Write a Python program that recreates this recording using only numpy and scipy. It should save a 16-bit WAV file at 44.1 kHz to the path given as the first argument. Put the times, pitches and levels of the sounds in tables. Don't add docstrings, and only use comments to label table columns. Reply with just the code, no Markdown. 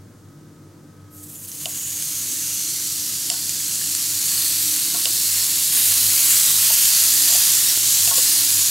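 import sys
import numpy as np
from scipy import signal
from scipy.fft import rfft, irfft, next_fast_len
from scipy.io import wavfile
from scipy.ndimage import uniform_filter1d, minimum_filter1d, map_coordinates

SR = 44100
rng = np.random.default_rng(int(sys.argv[2]) if len(sys.argv) > 2 else 0)


def to_wav(sig):
    pcm = np.clip(np.atleast_2d(sig), -1, 1) * 32767
    pcm = np.round(pcm).astype(np.int16)
    wavfile.write(sys.argv[1], SR, pcm.T)


N = 383669

# pitch in Hz, strength in dB, time to fall by 60 dB in seconds.
PAN_MODES = [(504, 0, 0.089), (634, 3, 0.12), (712, 4.5, 0.13), (771, -5, 0.11), (904, -5, 0.23),
             (1076, -6, 0.22), (1107, -7, 0.41), (1392, 2.5, 0.066), (1495, 2.5, 0.14)]
# level in dB, factor that slows the rise,
# drying time in seconds, share of the extra large bubbles from 0 to 1.
BUBBLE_BOILING = [(-6, 2.53, 1.6, 0.77), (-6, 2.35, 6.9, 1), (-1.93, 1.05, 4.1, 0.4), (6, 2.2, 1.89, 0)]


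def amp(db):
    return 10 ** (np.asarray(db) / 20)


def unit(x):
    return x / np.sqrt(np.mean(x ** 2) + 1e-20)


def along(points, hz):
    point_hz, values = np.transpose(points)
    return np.interp(np.log(hz + 1), np.log(point_hz), values)


def curves(rows):
    seconds, *columns = np.transpose(rows)
    t = np.arange(N) / SR
    return [np.interp(t, seconds, column) for column in columns]


def wobble(rate):
    points = rng.standard_normal(int(N * rate / SR) + 4)
    return map_coordinates(points, [np.arange(N) * rate / SR])


def filtered(x, response):
    size = next_fast_len(N + 8192)
    spectrum = rfft(x, size) * response(np.fft.rfftfreq(size, 1 / SR))
    return irfft(spectrum, size)[..., :N]


def band(hz, lo, hi, order=10):
    above_lo = 1 - 1 / (1 + (hz / lo) ** (2 * order))
    return np.sqrt(above_lo / (1 + (hz / hi) ** (2 * order)))


def narrow(pitch_hz, width_hz):
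    knots = np.arange(0, N + SR, SR / (3 * width_hz))
    a, b = [np.interp(np.arange(N), knots, v) for v in rng.standard_normal((2, len(knots)))]
    phase = 2 * np.pi * np.cumsum(pitch_hz * np.ones(N)) / SR
    return unit(a * np.cos(phase) + b * np.sin(phase))


def tone(hz, waver):
    return unit(np.sin(2 * np.pi * hz * np.arange(N) / SR + waver * wobble(4)))


def ring(modes, t, centre_hz, scatter_db, octaves=.9):
    hz, db, t60 = np.transpose(modes)[:, :, None]
    strength = amp(db + scatter_db * rng.standard_normal(db.shape))
    gain = strength / (1 + (np.log2(hz / centre_hz) / octaves) ** 2)
    sign = (-1) ** np.arange(len(modes))[:, None]
    decay = amp(-60 * t / t60)
    wave = np.sum(sign * gain * decay * np.sin(2 * np.pi * hz * t), axis=0)
    return wave / np.abs(wave).max()


def add(track, s, sound):
    part = track[round(s * SR):][:len(sound)]
    part += sound[:len(part)]


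def bursts(rate, spread_db):
    fired = rng.random(N) < rate / SR
    sign = np.sign(rng.standard_normal(N))
    size = amp(spread_db * np.clip(rng.standard_normal(N), -2.5, 2.5))
    return unit(fired * sign * size)


def kitchen(air_db=-52, side_db=-8, rush_db=-2.0, rush_hz=305, throb_db=-0.4):
    # frequency in Hz, gain in dB.
    air_colour = [(25, -17), (72, -16.5), (100, -5), (128, -31), (170, -3.5), (225, -10), (310, -11),
                  (400, -11.5), (480, -10), (700, -20), (1500, -21.5), (2600, -31.5), (6500, -27.5),
                  (15800, -36.5)]
    # time in seconds, level in dB before the tones' own levels and the throb.
    hum_level = [(0.06, -47), (0.37, -54), (1.25, -46), (1.3, -56.5), (4.69, -49.5), (4.91, -65),
                 (5.2, -46), (5.84, -54.5), (5.91, -39.5), (6.18, -47.5), (7.92, -51.5), (8.04, -42),
                 (8.28, -53), (8.64, -42.5)]
    # time in seconds, level in dB before rush_db is added.
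    rush_level = [(0.06, -52), (0.85, -50), (0.89, -56.5), (2.24, -52), (2.27, -42.5), (2.59, -61),
                  (2.66, -48.5), (4.26, -53), (4.94, -42.5), (5.33, -53.5), (5.54, -49), (7.12, -54.5),
                  (7.47, -52), (8.4, -49.5)]
    # pitch in Hz, width in Hz, rms level in dB.
    fan_tones = [(108.6, 12, -55.5), (148.6, 10, -52), (186.4, 18, -56.5), (239.4, 4, -60.5),
                 (298.5, 3, -53), (1272, 3, -65), (1550, 3.7, -74)]
    noise = rng.standard_normal((2, N))
    mid, side = unit(filtered(noise, lambda hz: amp(along(air_colour, hz))))
    blades = amp(-1) * tone(97, waver=0.68)
    mains = amp(-7) * tone(101.1, waver=.35)
    hum = amp(curves(hum_level)[0] + throb_db * wobble(9)) * (blades + mains)
    rush = amp(curves(rush_level)[0] + rush_db) * narrow(rush_hz, width_hz=40)
    drone = sum(amp(db) * narrow(hz, width) for hz, width, db in fan_tones)
    air = amp(air_db) * (mid + amp(side_db) * np.array([side, -side]))
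    return hum + rush + drone + air


def stereo_tail(x):
    # frequency in Hz, time for the tail to fall by 60 dB in seconds.
    tail_times = [(200, 0.05), (2000, 0.028), (12000, 0.61)]
    hz, t, z = signal.stft(rng.standard_normal((2, SR // 3)), SR, nperseg=256)
    decay = amp(-60 * t / along(tail_times, hz)[:, None])
    tail = signal.istft(z * decay, SR, nperseg=256)[1]
    return signal.fftconvolve(x[None], tail / np.linalg.norm(tail[0]), axes=1)[:, :N]


def bumps(push_s=0.00087):
    # start in seconds, level in dB.
    soft_contacts = [(4.947, -28), (5.716, -38), (7.775, -20.5)]
    out = np.zeros(N)
    u = np.arange(SR // 20) / SR / push_s
    for s, db in soft_contacts:
        add(out, s, amp(db) * (1 - u) * np.exp(-u))
    return out


def tongs(crack_db=-12, crack_t60=0.012, clack_db=-10, clack_t60=.045):
    # start in seconds, click level in dB, click centre in Hz,
    # pan ring level in dB, ring centre in Hz.
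    taps = [(1.6566, -10, 3960, -29.5, 820), (3.3005, 1, 6000, -26.5, 872), (3.338, -24, 3990, -35, 1000),
            (4.945, -21, 2870, -28.5, 920), (5.0557, 0.5, 4400, -28.5, 640), (6.701, -20, 3500, -26, 760),
            (7.296, -26, 4000, -31, 540), (7.32, -28, 4000, -36, 650), (7.348, -18, 4000, -28, 610),
            (8.075, -12, 3000, -30.5, 680), (8.109, -17, 3500, -22, 910), (8.18, -17, 3000, -28, 517)]
    # pitch in Hz, strength in dB, time to fall by 60 dB in seconds.
    tong_modes = [(2705, -6.5, 0.032), (2990, 0.5, 0.015), (3700, -3, 0.013), (4710, -3, 0.016),
                  (5530, -4.5, 0.014), (7400, -2.5, 0.039), (9000, 0.5, 0.023), (11700, 2, .008)]
    # low edge in Hz, high edge in Hz.
    clack_band = (600, 1300)
    out, cracks, clacks = np.zeros((3, N))
    t = np.arange(SR // 3) / SR
    for s, click_db, click_hz, pan_db, pan_hz in taps:
        add(out, s, amp(click_db) * ring(tong_modes, t, click_hz, scatter_db=-1.5, octaves=0.82))
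        add(out, s, amp(pan_db) * ring(PAN_MODES, t, pan_hz, scatter_db=6, octaves=0.53))
        crack_fade = amp(click_db + crack_db - 60 * t / crack_t60)
        add(cracks, s, crack_fade * rng.standard_normal(len(t)))
        clack_fade = amp(pan_db + clack_db - 60 * t / clack_t60)
        add(clacks, s, clack_fade * rng.standard_normal(len(t)))
    clacks = filtered(clacks, lambda hz: unit(band(hz, *clack_band, order=3)))
    cracks = filtered(cracks, lambda hz: band(hz, 1900, 11000, order=4))
    return out + clacks + cracks


def spits(spit_db=1):
    # start in seconds, peak in dB before spit_db and the filter, pitch in Hz,
    # time to fall by 60 dB in seconds.
    fat_drops = [(1.35, -31, 7500, .008), (1.5171, -22, 6000, 0.0084), (1.9105, -12, 7950, .003),
                 (2.025, -10, 9000, .002), (2.637, -12, 7000, .004), (3.4938, -6, 7000, 0.0039),
                 (3.4963, -16, 6900, .008), (3.6043, -11, 9600, 0.0041), (3.814, -15.5, 1720, .015),
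                 (3.9509, -1, 8160, 0.0022), (4.4213, -14, 9070, 0.0025), (4.7642, -5, 8820, 0.0039),
                 (5.7247, -8, 10000, 0.0017), (5.728, -3, 11000, .002), (5.74, -3, 9900, 0.002),
                 (7.7755, -2, 12040, .003)]
    out = np.zeros(N)
    t = np.arange(SR // 40) / SR
    for s, db, pitch_hz, t60 in fat_drops:
        crack = np.sin(2 * np.pi * pitch_hz * t) + .6 * rng.standard_normal(len(t))
        pop = crack * amp(-60 * t / t60)
        add(out, s, amp(db + spit_db) * pop / np.abs(pop).max())
    return filtered(out, lambda hz: band(hz, 2400, 17000, order=2))


def steam(gap_db=-2, jet_db=-0.5):
    # time in seconds,
    # pitch in Hz before the wobble, level in dB before gap_db and the wobble.
    slice_gaps = [
        [(1.08, 6440, -95), (1.16, 6470, -71), (1.55, 6530, -43), (1.85, 6750, -30), (2.2, 6450, -33),
         (2.62, 6166, -30), (2.95, 5820, -36), (3.3, 5900, -42), (4.5, 5700, -55)],
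        [(1.7, 4430, -95), (2.1, 4400, -61), (2.65, 4440, -41), (3.1, 4550, -41), (3.45, 4480, -34),
         (3.75, 4484, -48), (4.3, 4430, -34), (5.3, 4365, -35.5), (5.8, 4450, -48.5)],
    ]
    # middle in seconds, half length in seconds, pitch in Hz,
    # level in dB before jet_db is added.
    steam_jets = [(1.153, 0.033, 12800, -47), (1.245, .015, 8000, -45), (1.366, .015, 7140, -41),
                  (6.323, 0.11, 7250, -25.5), (6.83, 0.091, 7000, -39), (7.315, 0.076, 7270, -25),
                  (7.563, 0.071, 7400, -24), (7.71, 0.069, 5470, -31), (7.77, 0.066, 7150, -26),
                  (7.95, 0.057, 7440, -28), (8.178, 0.045, 7300, -25), (8.24, 0.044, 7750, -25),
                  (8.363, 0.065, 9460, -24), (8.658, 0.11, 6870, -28)]
    out, t = np.zeros(N), np.arange(N) / SR
    for gap in slice_gaps:
        pitch_hz, level_db = curves(gap)
        singing = narrow(pitch_hz * (1 + .012 * wobble(14)), width_hz=300)
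        out += singing * amp(level_db + gap_db + 0.59 * wobble(56))
    for s, half, hz, db in steam_jets:
        swell = np.exp(-((t - s) / half) ** 2)
        out += amp(db + jet_db) * swell * narrow(hz, width_hz=200)
    return out


def boil(size_db, slowness, dry_s, share):
    # start in seconds,
    # level in dB before size_db, rise time in seconds before slowness, extra large bubbles in dB before share.
    contacts = [(1.1, -41, 0.12, -6.5), (1.41, -25.5, 0.58, 1.5), (2.93, -34, .32, 5),
                (3.5, -26.5, .3, -1.2), (4.185, -30.5, .04, 0.6), (4.93, -25, 0.18, -1.5),
                (5.715, -25.5, 0.0074, -1), (6.03, -21.5, 0.15, 1.7), (7.23, -29.2, 0.0067, 2),
                (7.91, -26.5, 0.055, 0.3)]
    # middle in seconds, half length in seconds,
    # change of level in dB.
    dips = [(3.36, .14, -0.5), (6.547, 0.12, -2), (7.78, 0.056, -1.8), (8.124, 0.018, -3.5),
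            (8.682, .26, -0.5)]
    t, power = np.arange(N) / SR, np.zeros(N)
    for s, db, rise_s, large_db in contacts:
        age = np.maximum(t - s, 0)
        rise = 1 - np.exp(-age / (rise_s * slowness))
        drying = np.exp(-age / dry_s)
        power += (amp(db + size_db + share * large_db) * rise * drying) ** 2
    dip_db = sum(db * np.exp(-((t - s) / half) ** 2) for s, half, db in dips)
    return np.sqrt(power) * amp(dip_db)


def pan_drone(ring_db=-18.5):
    modes = sum(np.sqrt(t60) * narrow(hz, width_hz=22) for hz, _, t60 in PAN_MODES)
    return amp(ring_db) * unit(modes) * boil(*BUBBLE_BOILING[0])


def pockets(x, depth_db):
    z = signal.stft(x, nperseg=512)[2]
    bins, frames = np.indices(z.shape)
    coarse = rng.standard_normal((z.shape[0] // 3 + 2, z.shape[1] // 40 + 2))
    field = map_coordinates(coarse, [bins / 3, frames / 40], order=2)
    return signal.istft(z * amp(depth_db * field), nperseg=512)[1][:N]


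def frying(steam_db=-2, crackle_db=-13.0, flurry_db=0.66, patchy_db=0.4, stutter_db=2.0):
    # low edge in Hz, high edge in Hz.
    size_bands = [(600, 3600), (3600, 5500), (5500, 9000), (9000, 17000)]
    # frequency in Hz, gain in dB.
    frying_colour = [(400, -34), (900, -22), (1350, -16.5), (1700, -12), (2400, -11), (2800, -8),
                     (3700, -8), (4350, -1.5), (5400, -3), (6900, 6.5), (9800, 2), (11700, 5), (13200, 2.5),
                     (14200, -0.5), (15800, 0)]
    t = np.arange(N) / SR
    crowd = bursts(rate=14000, spread_db=3) + amp(steam_db) * rng.standard_normal(N)
    crowd = pockets(crowd, depth_db=1.2)
    crowd = crowd * amp(flurry_db * wobble(350))
    crowd = crowd + amp(crackle_db) * bursts(rate=250, spread_db=2.5)
    stutter = stutter_db * np.interp(t, [1.4, 2.3], [1, 0]) * wobble(70.2)
    out = np.zeros(N)
    for size, (lo, hi) in zip(BUBBLE_BOILING, size_bands):
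        voice = unit(filtered(crowd, lambda hz: amp(along(frying_colour, hz)) * band(hz, lo, hi)))
        out += voice * boil(*size) * amp(patchy_db * wobble(35))
    return amp(stutter) * out


def scene(tail_db=-15, fan_left_db=0.33):
    # frequency in Hz, left minus right in dB.
    left_lean = [(500, -1.2), (1500, -1.9), (4000, -1.6), (8000, -1.4), (12500, -.2)]
    # frequency in Hz, gain in dB.
    tail_colour = [(300, -2), (4000, -1), (7000, 2), (10000, 3), (13000, -10)]
    pan = frying() + pan_drone() + steam() + spits() + tongs() + bumps()
    direct = filtered(pan, lambda hz: amp(np.outer([.5, -.5], along(left_lean, hz))))
    tail = filtered(stereo_tail(pan), lambda hz: amp(along(tail_colour, hz)))
    background = kitchen() * amp([[fan_left_db], [-fan_left_db]])
    return direct + amp(tail_db) * tail + background


def record(dry, ceiling=0.74):
    need = np.minimum(1, ceiling / (np.abs(dry).max(axis=0) + 1e-9))
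    lowest = minimum_filter1d(need, size=441, origin=180)
    gain = uniform_filter1d(lowest, size=61)
    return filtered(dry * gain, lambda hz: hz < 15780)


dry = scene()
out = record(dry)
to_wav(out)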